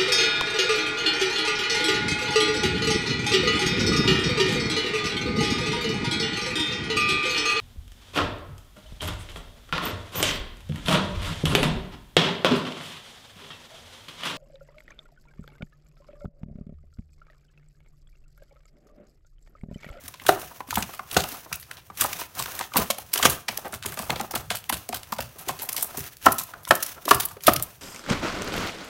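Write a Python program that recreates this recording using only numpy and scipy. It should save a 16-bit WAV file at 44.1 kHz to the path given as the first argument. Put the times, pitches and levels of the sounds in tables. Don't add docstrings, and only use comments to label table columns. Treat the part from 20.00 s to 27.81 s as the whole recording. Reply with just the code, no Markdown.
import sys
import numpy as np
from scipy import signal
from scipy.fft import rfft, irfft, next_fast_len
from scipy.io import wavfile
from scipy.ndimage import uniform_filter1d

SR = 44100
rng = np.random.default_rng(int(sys.argv[2]) if len(sys.argv) > 2 else 0)


def decibels_to_gain(level_db):
    exponent = np.asarray(level_db, float) / 20
    return 10 ** exponent


def generate_wav(sig):
    pcm = np.round(np.clip(np.atleast_2d(sig).T, -1, 1) * 32767).astype(np.int16)
    wavfile.write(sys.argv[1], SR, pcm)


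N = 344421

# frequency in Hz, nominal level in dB, nominal 60 dB decay time in seconds.
JAW_MODES = [(310, -13, .03), (405, -9, .035), (560, -10, .02), (750, -1, .024), (880, -4, .016),
             (1020, -1, .02), (1240, -1, .022), (1450, -5, .014), (1690, -7, .012), (2150, -10, .009),
             (2600, -11, .01), (3250, -19, .007)]


def colour(x, points):
    hz, db = np.transpose(points)
    size = next_fast_len(len(x))
    f = np.arange(size // 2 + 1) * SR / size + 1
    gain = decibels_to_gain(np.interp(np.log(f), np.log(hz), db))
    return irfft(rfft(x, size) * gain, size)[:len(x)]


def unit(x):
    return x / np.sqrt(np.mean(x ** 2))


def loudest_rms(x):
    return np.sqrt(uniform_filter1d(x ** 2, size=132).max())


def fade(t, t60):
    return np.exp(-np.log(1000) * t / t60)


def add(track, s, sound):
    i = int(s * SR)
    track[i:i + len(sound)] += sound[:len(track) - i]


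def grit(shape, scatter_db):
    size_db = scatter_db * np.minimum(rng.exponential(size=shape), 6.0)
    return rng.standard_normal(shape) * decibels_to_gain(size_db)


def walk(rate):
    k = int(SR / rate)
    held = np.repeat(rng.standard_normal(N // k + 1), k)
    return uniform_filter1d(held, k)[:N]


def ring(t, hz, db, t60, phase):
    waves = np.sin(2 * np.pi * hz[:, None] * t + phase[:, None])
    return (decibels_to_gain(db)[:, None] * fade(t, t60[:, None]) * waves).sum(axis=0)


def swells(full, held, db, rise_db_s, fall_db_s, rest_db):
    t = np.arange(0, N, 64)[:, None] / SR
    before = np.maximum(full - t, 0)
    after = np.maximum(t - full - held, 0)
    shape_db = db - rise_db_s * before - fall_db_s * after
    gain = np.sqrt(decibels_to_gain(rest_db) ** 2 + (decibels_to_gain(shape_db) ** 2).sum(axis=1))
    return np.interp(np.arange(N) / SR, t[:, 0], gain)


def knocks():
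    # start in seconds, level in dB (2.5 above the loudest 3 ms rms),
    # pitch the ring gathers around in Hz, lift of the modes under 650 Hz in dB,
    # rattle in dB (before a common lift and random lumps).
    blow_rows = [(0.083, -42.5, 970, -2, -13), (0.14, -40.5, 1020, -8, -17), (0.215, -41, 1060, -4, -20),
                 (0.252, -34, 1120, 2, -5), (0.264, -27.5, 1690, -6, -18), (0.288, -2.5, 905, 3, -19),
                 (0.513, -37.5, 1050, -12, -27), (0.604, -25, 1120, -7, -25), (0.685, -41, 1050, 9, -15),
                 (0.726, -22.5, 1040, -1, -15), (0.771, -14, 960, 6.5, -15), (0.891, -35.5, 1190, -4, -9),
                 (0.937, -34, 1470, -6, -9), (0.992, -24, 1160, -16, -28), (1.166, -8.5, 845, 10.5, -12.5),
                 (1.239, -25.5, 1020, 2, -17), (1.343, -35, 1140, 1, -17), (1.46, -38, 490, 3, -8),
                 (1.514, -35, 1230, 0, -24), (1.711, -43, 1010, -6, -13.5), (1.9, -33, 1230, -2.5, -20),
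                 (1.997, -39, 1250, -13, -20), (2.018, -19.5, 1560, -8, -15),
                 (2.045, -16.5, 965, -22, -13.5), (2.131, -43, 1070, -4, -17), (2.193, -35, 1030, -1, -30),
                 (2.215, -26.5, 1030, -10, -22.5), (2.37, -38, 1050, -4, -24), (2.397, -24, 860, -5, -21),
                 (2.457, -30, 1390, -13, -22), (2.479, -35.5, 870, 6, -10), (2.598, -29, 1280, -9, -21),
                 (2.609, -22.5, 1050, -10, -20), (2.718, -35, 1270, 3, -24), (2.742, -28, 1240, 5, -20),
                 (2.758, -14.5, 566, 3, -14.5), (2.783, -21, 410, 10, -17), (2.901, -17, 490, -4, -31),
                 (2.984, -31.5, 790, 0, -14), (3.133, -31, 1700, -12, -15), (3.158, -24, 1260, -4, -11),
                 (3.195, -21.5, 960, -4, -20), (3.234, -17, 1200, -8, -11), (3.253, -5.5, 1180, 3, -14),
                 (3.486, -25, 850, 4, -8), (3.584, -33, 870, -2, -17), (3.647, -28, 960, 3, 4),
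                 (3.73, -29, 1270, 0, -8), (3.848, -30, 1040, 3, -13), (3.857, -31.5, 410, 7, -14),
                 (3.896, -42, 430, 11, -17), (3.923, -34, 1480, -3, -17), (3.973, -28.5, 1240, 4, -8),
                 (3.993, -25, 930, -2, -17), (4.03, -33, 960, 5, -14), (4.096, -18.5, 795, -10, -3),
                 (4.162, -28, 930, -6, -17), (4.2, -20, 860, 6, -15), (4.307, -31, 786, 1, -17),
                 (4.337, -23.5, 826, 6, -11), (4.358, -22.5, 1030, 1, -8), (4.508, -22, 810, 9.5, -8),
                 (4.544, -31, 700, -8, -26), (4.697, -18, 860, 3, -19), (4.725, -23, 930, 5, -8),
                 (4.89, -27.5, 450, -7, -19), (4.928, -22.5, 526, -6, -16.5), (5.123, -18.5, 1010, 2, -29),
                 (5.187, -21, 746, 6, -17), (5.356, -42, 490, -7, 0), (5.472, -31.5, 400, -6, -12),
                 (5.492, -19, 590, 6.5, -11), (5.535, -36, 1140, 8, -15), (5.592, -39, 467, 1, -14),
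                 (5.618, -34, 950, -1, -17), (5.635, -33.5, 820, 8, -17), (5.689, -34, 830, -6, -17),
                 (5.744, -34, 980, -1, -9), (5.825, -32.5, 1220, -10, -26), (5.946, -34.5, 1000, -5, -15),
                 (5.977, -28, 396, 3, -10), (6.255, -20, 1020, -5, -11), (6.264, -1, 970, -22, -17),
                 (6.384, -36, 720, -7, -21), (6.407, -30.5, 960, -3, -12), (6.488, -41, 1020, -15, -19),
                 (6.536, -30, 1380, -9, -18.5), (6.672, -30.5, 1160, 2, -21),
                 (6.708, -1.5, 1260, -18, -20.5), (6.824, -32, 1700, -11, -27), (6.908, -42, 1000, -7, -31),
                 (6.978, -37.5, 1090, 3, -15), (7.055, -31, 400, 9, -12), (7.079, -15, 1110, 16, -28),
                 (7.11, -2, 1220, 4.5, -19), (7.197, -28.5, 750, -2, -20), (7.31, -38.5, 1170, -4, -17),
                 (7.367, -34, 550, 5, -25), (7.479, -1, 760, -1, -18), (7.597, -30.5, 740, 1, -12)]
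    contact_ms, contact_law = 6.4, 0.33
    out, t = np.zeros(N), np.arange(6000) / SR
    ring_t = t[:2000]
    hz, db, t60 = np.transpose(JAW_MODES)
    count = len(blow_rows)
    chance, slips = rng.standard_normal((count, 3, len(hz))), grit((count, len(t)), 2.3)
    lumps = np.repeat(rng.standard_normal((count, 15)), 400, axis=1)
    lumps = uniform_filter1d(lumps, size=200, axis=1)
    thin = signal.butter(2, 220, "high", fs=SR, output="sos")
    for (s, level_db, pitch, low_db, rattle_db), c, slip, lump in zip(blow_rows, chance, slips, lumps):
        db_per_octave = -6.0 + 0.64 * level_db
        near_db = db_per_octave * np.abs(np.log2(hz / pitch)) + low_db * (hz < 650)
        body = ring(ring_t, hz * (1 + .03 * c[0]), db + near_db + 1.5 * c[1], t60, 2 * c[2])
        loose = ring(ring_t, hz * (1 + .04 * c[1]), db + .4 * near_db, .3 * t60, .6 * c[2])
        ms = contact_ms * (1000 / pitch) ** contact_law
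        press = np.exp(-(t * 1000 / ms) ** 3)
        closing = 1 - np.exp(-t / 0.00056)
        rattle_gain = decibels_to_gain(rattle_db + 6.0 + 3.6 * lump)
        rattle = slip * rattle_gain * fade(t, 0.12) * (1 - t / t[-1])
        struck = signal.fftconvolve(body, slip * closing * press)
        rattling = signal.fftconvolve(loose, rattle)
        blow = signal.sosfilt(thin, struck + rattling)
        add(out, s, decibels_to_gain(level_db - 2.5) * blow / loudest_rms(blow))
    return out


def ticks():
    # time of the snap in seconds (it follows within 1 ms, after a creep),
    # level in dB (10 above the loudest 3 ms rms), brightness in dB (nominal tilt from 3 kHz to
    # about 12 kHz), rustle in dB (before random lumps).
    snap_rows = [(0.038, -34, 0, -23), (0.0811, -22, 0, -18), (0.141, -29, -15, -15),
                 (0.1988, -28.5, -34, -18), (0.2379, -35, -2, -13), (0.2648, -11.5, -2, -5),
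                 (0.2839, -8, -5, 6), (0.3974, -27, 9, -11), (0.689, -34, -5, 2), (0.7072, -14, -7.5, -7),
                 (0.741, -20, 0, -2), (0.7556, -9.5, -3.5, -11.5), (0.781, -15.5, 4, -3),
                 (0.8248, -13.5, -10, -17), (0.9344, -27.5, -1, -1), (1.1133, -18.5, -12, -13),
                 (1.1297, -22, 1, -15), (1.145, -17.5, -5, -17), (1.168, -6, -9, -2.5),
                 (1.2385, -15.5, -8, -26), (1.289, -21, 5, -22), (1.3194, -27, 2, -9),
                 (1.5278, -12, -6, -14), (1.557, -15.5, 15, -11), (1.599, -29, 6, -3),
                 (1.628, -31, -11, -11), (1.713, -20, -15, -15), (1.7704, -31.5, -20, -9),
                 (1.953, -39, -1, -13), (1.9741, -24.5, -5, -19), (2.0102, -3.5, 4, -7),
                 (2.0956, -33, -15, -6), (2.1302, -14, -6, -19), (2.19, -26, -4, 1), (2.2136, -24, -21, 2),
                 (2.352, -28, 2, -13), (2.3904, -16, -3, 12), (2.424, -14.5, -5, -11),
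                 (2.4588, -20, -9, -20), (2.5521, -22, 7, -16), (2.591, -14.5, -4, -13),
                 (2.609, -17.5, -19, 3), (2.7376, -20, -10, -20), (2.7686, -3, 3, -12),
                 (2.9037, -8.5, -6.5, -15), (2.9841, -18.5, 1, -14), (3.1187, -34, -14, -2),
                 (3.134, -3.5, 8, -15), (3.1577, -13, -10, -4), (3.1752, -9, -2, -1), (3.2281, -5, -16, 7),
                 (3.2519, 0.5, -9, -16), (3.298, -8, 5, -2), (3.484, -11, -17.5, -14),
                 (3.5742, -10.5, 5.5, -18), (3.6546, -33.5, -4, -7), (3.6795, -30, 7, -11),
                 (3.7248, -25, 0, -2), (3.74, -19, -1, -4), (3.826, -22.5, -13, -3), (3.8593, -13, 1.5, -8),
                 (3.922, -24, -4, -5), (3.9731, -25, -8, -7), (3.9908, -16, -6, -7), (4.0233, -23, -3, -15),
                 (4.054, -28.5, 3, -5), (4.1035, -8.5, -17.5, -24), (4.16, -20, -22, -14),
                 (4.1972, -20, -15, -13), (4.211, -16.5, -10, -31), (4.311, -18, 2, -13),
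                 (4.351, -14, 0, -8), (4.3553, -11.5, -6, -11), (4.5038, -10, -14.5, -3),
                 (4.5498, -14.5, 0.5, 14), (4.6406, -28.5, -8, -16), (4.695, -10, -7, -14),
                 (4.7262, -13.5, -4.5, -5), (4.7705, -24.5, 0, -11), (4.89, -16, -1.5, -13),
                 (4.9271, -21, -18, -9), (4.9434, -15.5, -4, 10.5), (5.0325, -25.5, -11, -21),
                 (5.1222, -18, -5, -3), (5.1857, -22, -12, -1), (5.2054, -17, -2, 3),
                 (5.387, -26.5, 4.5, 10), (5.4834, -23, 3, -9), (5.4862, -14, -9.5, -10),
                 (5.591, -25, -5, -8), (5.6194, -16.5, 11, 4), (5.69, -12, -1, -9), (5.7275, -14, 10, 5),
                 (5.7652, -11.5, -1, -3), (5.81, -21, 8, -3), (5.826, -6, 18.5, -11), (5.9728, -15.5, 8, 4),
                 (6.169, -30.5, -1, -12.5), (6.226, -32, -7, -11), (6.26, -6.5, 4, -20),
                 (6.321, -6.5, 10, -19), (6.3843, -12, 6, 5), (6.436, -17.5, 13, -16), (6.633, -33, 18, -4),
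                 (6.6517, -23.5, -6, -16), (6.678, -24, 4, -6), (6.69, -20, 9, -1), (6.7077, -16.5, 1, -11),
                 (6.7525, -9, 5, -11), (6.827, -10, 7, -14), (6.8639, -17, 11, -17),
                 (7.054, -19.5, -4.5, -18), (7.089, -15, 0, -13), (7.1083, -7, -2, -7),
                 (7.146, -6.5, 6, -10), (7.2, -7.5, 1.5, -7), (7.253, -9, 18, -25), (7.286, -27.5, -3, -1),
                 (7.4076, -32, -12, -13), (7.422, -35, 4, 6), (7.4376, -20, 1, -3),
                 (7.4688, -0.5, 2.5, -8.5), (7.522, -23, -24, -9), (7.535, -7, 4, -37),
                 (7.5612, -8, -3, -21), (7.5972, -20, -3, -21), (7.6245, -8, 19, -39)]
    snap_ms, snap_ms_per_db, snap_scatter = 7.9, 0.3, 0.36
    out, t = np.zeros(N), np.arange(4096) / SR - .006
    count = len(snap_rows)
    slips, bumps = grit((count, 4096), 4.2), rng.standard_normal((count, 15))
    lumps = np.repeat(rng.standard_normal((count, 16)), 256, axis=1)
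    at = np.geomspace(1500, 17000, 14)
    creep, late = np.exp(np.minimum(t, 0) / 0.0013), np.maximum(t, 0)
    for (s, level_db, bright_db, after_db), slip, bump, lump in zip(snap_rows, slips, bumps, lumps):
        ms = max(snap_ms + snap_ms_per_db * level_db, 1) * np.exp(snap_scatter * bump[-1])
        burst = np.exp(-(late * 1000 / ms) ** 2)
        crack = 0.33 * fade(late, 0.00055)
        rustle = decibels_to_gain(after_db + 3.5 * lump) * fade(late, 0.27) * (1 - late / late[-1])
        spray = slip * creep * (burst + crack + rustle)
        tilt_db = np.interp(np.log(at), np.log([1500, 3000, 6800, 12500, 17000]),
                            [-2.5, 0, bright_db / 2 - 1.5, bright_db + 2.5, bright_db - 4.0])
        uneven_db = 2.4 * bump[:-1]
        snap = colour(spray, [(600, -26.5), *zip(at, tilt_db + uneven_db)])
        add(out, max(s - .0052, 0), decibels_to_gain(level_db - 10) * snap / loudest_rms(snap))
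    return out


def thumps():
    # start in seconds, level in dB (before a common lift
    # and the onset and decay), pitch in Hz.
    jolts = [(0.038, -42, 267), (0.213, -45, 273), (0.254, -41, 193), (0.287, -37, 290), (0.605, -43, 285),
             (0.685, -36, 267), (0.774, -17.5, 197), (0.823, -31, 193), (1.169, -16, 189),
             (1.321, -35, 283), (1.52, -35, 156), (1.906, -41, 183), (2.013, -35, 297), (2.156, -38, 168),
             (2.399, -43, 143), (2.76, -27, 182), (2.783, -18, 197), (2.902, -34, 213), (3.161, -40, 280),
             (3.255, -37, 234), (3.497, -36, 201), (3.731, -34.5, 210), (3.848, -36.5, 232),
             (3.919, -37, 154), (3.998, -28, 201), (4.106, -30, 132), (4.211, -26.5, 209),
             (4.355, -34, 216), (4.514, -33, 199), (4.701, -36, 237), (4.896, -36, 232),
             (5.124, -29.5, 210), (5.189, -34, 235), (5.394, -42.5, 167), (5.495, -32, 187),
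             (6.261, -17, 295.4), (6.411, -40, 181), (6.699, -26, 133), (6.709, -24.5, 202),
             (7.073, -26, 296), (7.112, -28.5, 207), (7.22, -41, 132), (7.485, -16, 193), (7.538, -40, 175),
             (7.568, -29, 131)]
    out, t = np.zeros(N), np.arange(6000) / SR
    for s, level_db, pitch_hz in jolts:
        boom = np.sin(2 * np.pi * pitch_hz * t) * fade(t, 0.073) * (1 - np.exp(-t / 0.0039))
        add(out, s, decibels_to_gain(level_db + 2.5) * boom)
    return out


def rub():
    # time full strength is reached in seconds,
    # time held in seconds, hiss in dB, share that rings the hollow jaws in dB relative to the hiss.
    slide_rows = [(0.018, 0.052, -45, -17), (.22, 0.044, -49.5, -8), (.31, 0.043, -40, -1),
                  (0.389, 0.054, -39, -5), (.5, 0.1, -48, -7.5), (.7, .04, -49, -8), (.79, 0.028, -50, 7),
                  (.86, 0.068, -42, -14), (1.13, .06, -34, -9.5), (1.24, 0.14, -38, -8.5),
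                  (1.0, 0.13, -55.5, -2), (1.5, 0.026, -47, -1.5), (1.68, 0.095, -52, -5),
                  (2.002, 0.048, -29, -25), (2.1, 0.13, -37, -11), (2.382, 0.036, -32.5, -10.5),
                  (2.48, .15, -38, -6.5), (2.771, 0.032, -26.5, -4), (2.87, 0.092, -48, -17),
                  (2.999, 0.018, -45.5, -9), (3.11, .02, -48, -6), (3.15, 0.043, -38.5, -1),
                  (3.23, .03, -26.5, -6.5), (3.28, 0.065, -36.5, -3), (3.51, 0.02, -36, -4),
                  (3.6, 0.088, -51.5, 1.5), (3.859, 0.07, -41.5, -1.5), (3.99, 0.042, -44, 5),
                  (4.102, 0.023, -38, 2), (4.16, 0.083, -43, 0), (4.36, 0.04, -43.5, -2),
                  (4.46, .03, -56, -15), (4.63, 0.022, -50, -6.5), (4.74, 0.12, -48.5, -8.5),
                  (4.95, 0.021, -49, 5), (5.07, 0.037, -48, -10), (5.22, 0.14, -48.5, -15),
                  (5.39, 0.037, -46.5, -4.5), (5.46, 0.16, -44.5, -12), (5.66, 0.13, -45.5, -1.5),
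                  (5.83, 0.13, -43, -3.5), (5.98, 0.087, -38, -12.5), (6.25, 0.015, -32, -22),
                  (6.36, .14, -45.5, -12), (6.55, 0.041, -53, 1), (6.72, 0.1, -40.5, -12),
                  (6.83, 0.083, -38.5, -14), (6.97, 0.055, -50.5, -1), (7.09, .02, -29, -15),
                  (7.16, 0.078, -50, 9), (7.27, .08, -57, 3), (7.462, 0.027, -36.5, -5.5),
                  (7.62, 0.084, -47, -5)]
    # frequency in Hz, relative spectral level in dB.
    hiss_colour = [(940, -5), (1600, 1.5), (2240, -2), (2470, 0.5), (4710, -5), (6160, -1), (7550, -6.5),
                   (12100, -2.5), (16000, 0)]
    rise_db_s, fall_db_s = 502.5, 205
    still_db, still_hollow_db = -59, -71.5
    full, held, hiss_db, share_db = np.transpose(slide_rows)
    slips = grit(N, 1.3) * decibels_to_gain(3.14 * walk(70) + 1.9 * walk(400))
    hiss = unit(colour(slips, hiss_colour))
    t = np.arange(int(.06 * SR)) / SR
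    hz, db, t60 = np.transpose(JAW_MODES)
    body = ring(t, hz, 3.0 * db, 0.7 * t60, 0 * hz)
    drive = grit(N, 3.5) * decibels_to_gain(4.5 * walk(50))
    hollow = unit(signal.fftconvolve(drive, body)[:N])
    hiss_gain = swells(full, held, hiss_db, rise_db_s, fall_db_s, still_db)
    hollow_gain = swells(full, held, hiss_db + share_db, rise_db_s, fall_db_s, still_hollow_db)
    return hiss_gain * hiss + hollow_gain * hollow


def puffs():
    # time the puff reaches its peak in seconds, level in dB.
    puff_rows = [(0.06, -50), (0.3, -37.5), (0.45, -50), (0.7, -45), (0.78, -32), (1.02, -55), (1.18, -32),
                 (1.54, -50), (1.93, -54), (2.03, -39), (2.42, -40), (2.55, -58), (2.63, -61), (2.8, -37.5),
                 (3.02, -52), (3.27, -30.5), (3.52, -51), (3.61, -54), (3.76, -41.5), (3.87, -42),
                 (4.04, -46), (4.12, -35), (4.38, -42), (4.45, -41), (4.53, -43), (4.65, -56),
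                 (4.74, -38.5), (4.95, -42), (5.08, -55), (5.21, -39), (5.51, -41), (5.76, -61), (6.0, -41),
                 (6.28, -35), (6.42, -51), (6.58, -55), (6.72, -43), (6.86, -62), (7.15, -31.5),
                 (7.23, -48), (7.34, -49), (7.51, -32.5), (7.58, -35)]
    # frequency in Hz, relative spectral level in dB.
    air_colour = [(20, -23), (40, -11.5), (70, 1), (110, 1), (170, -4), (300, -37)]
    rise_db_s, fall_db_s = 403.5, 217.5
    held_s, draught_db = 0.0098, -59
    peak_s, db = np.transpose(puff_rows)
    air = unit(colour(rng.standard_normal(N), air_colour) * decibels_to_gain(1.2 * walk(17)))
    return swells(peak_s, held_s, db, rise_db_s, fall_db_s, draught_db) * air


def room(x):
    t = np.arange(int(.5 * SR)) / SR
    low, high = rng.standard_normal((2, len(t))) * (1 - np.exp(-t / 0.003))
    low_tail = colour(low * fade(t, 0.35), [(100, 3.5), (400, 3.0), (1800, -1), (4000, -46.5)])
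    high_tail = colour(high * fade(t, 0.4), [(1000, -43), (2500, 0.5), (16000, -7)])
    tail = low_tail + decibels_to_gain(-2.5) * high_tail
    return signal.fftconvolve(x, tail / np.sqrt(np.sum(tail ** 2)))[:N]


def room_tone():
    # frequency in Hz, relative spectral level in dB.
    tone_colour = [(100, -11), (200, -2), (500, -1), (1500, -12.5), (5000, -20)]
    return decibels_to_gain(-65) * unit(colour(rng.standard_normal(N), tone_colour))


def scene():
    hits = knocks() + ticks() + thumps()
    tone = room_tone()
    reverberant = decibels_to_gain(-17.0) * room(hits)
    return (hits + reverberant + rub() + puffs() + tone)[None]


def low_pass(x):
    return signal.sosfilt(signal.butter(12, 17020, fs=SR, output="sos"), x)


def record(dry):
    top_cut = signal.ellip(8, .2, 60, 15800, fs=SR, output="sos")
    mix = np.clip(signal.sosfilt(top_cut, dry), -1, 1)
    return low_pass(mix)


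dry = scene()
out = record(dry)
generate_wav(out)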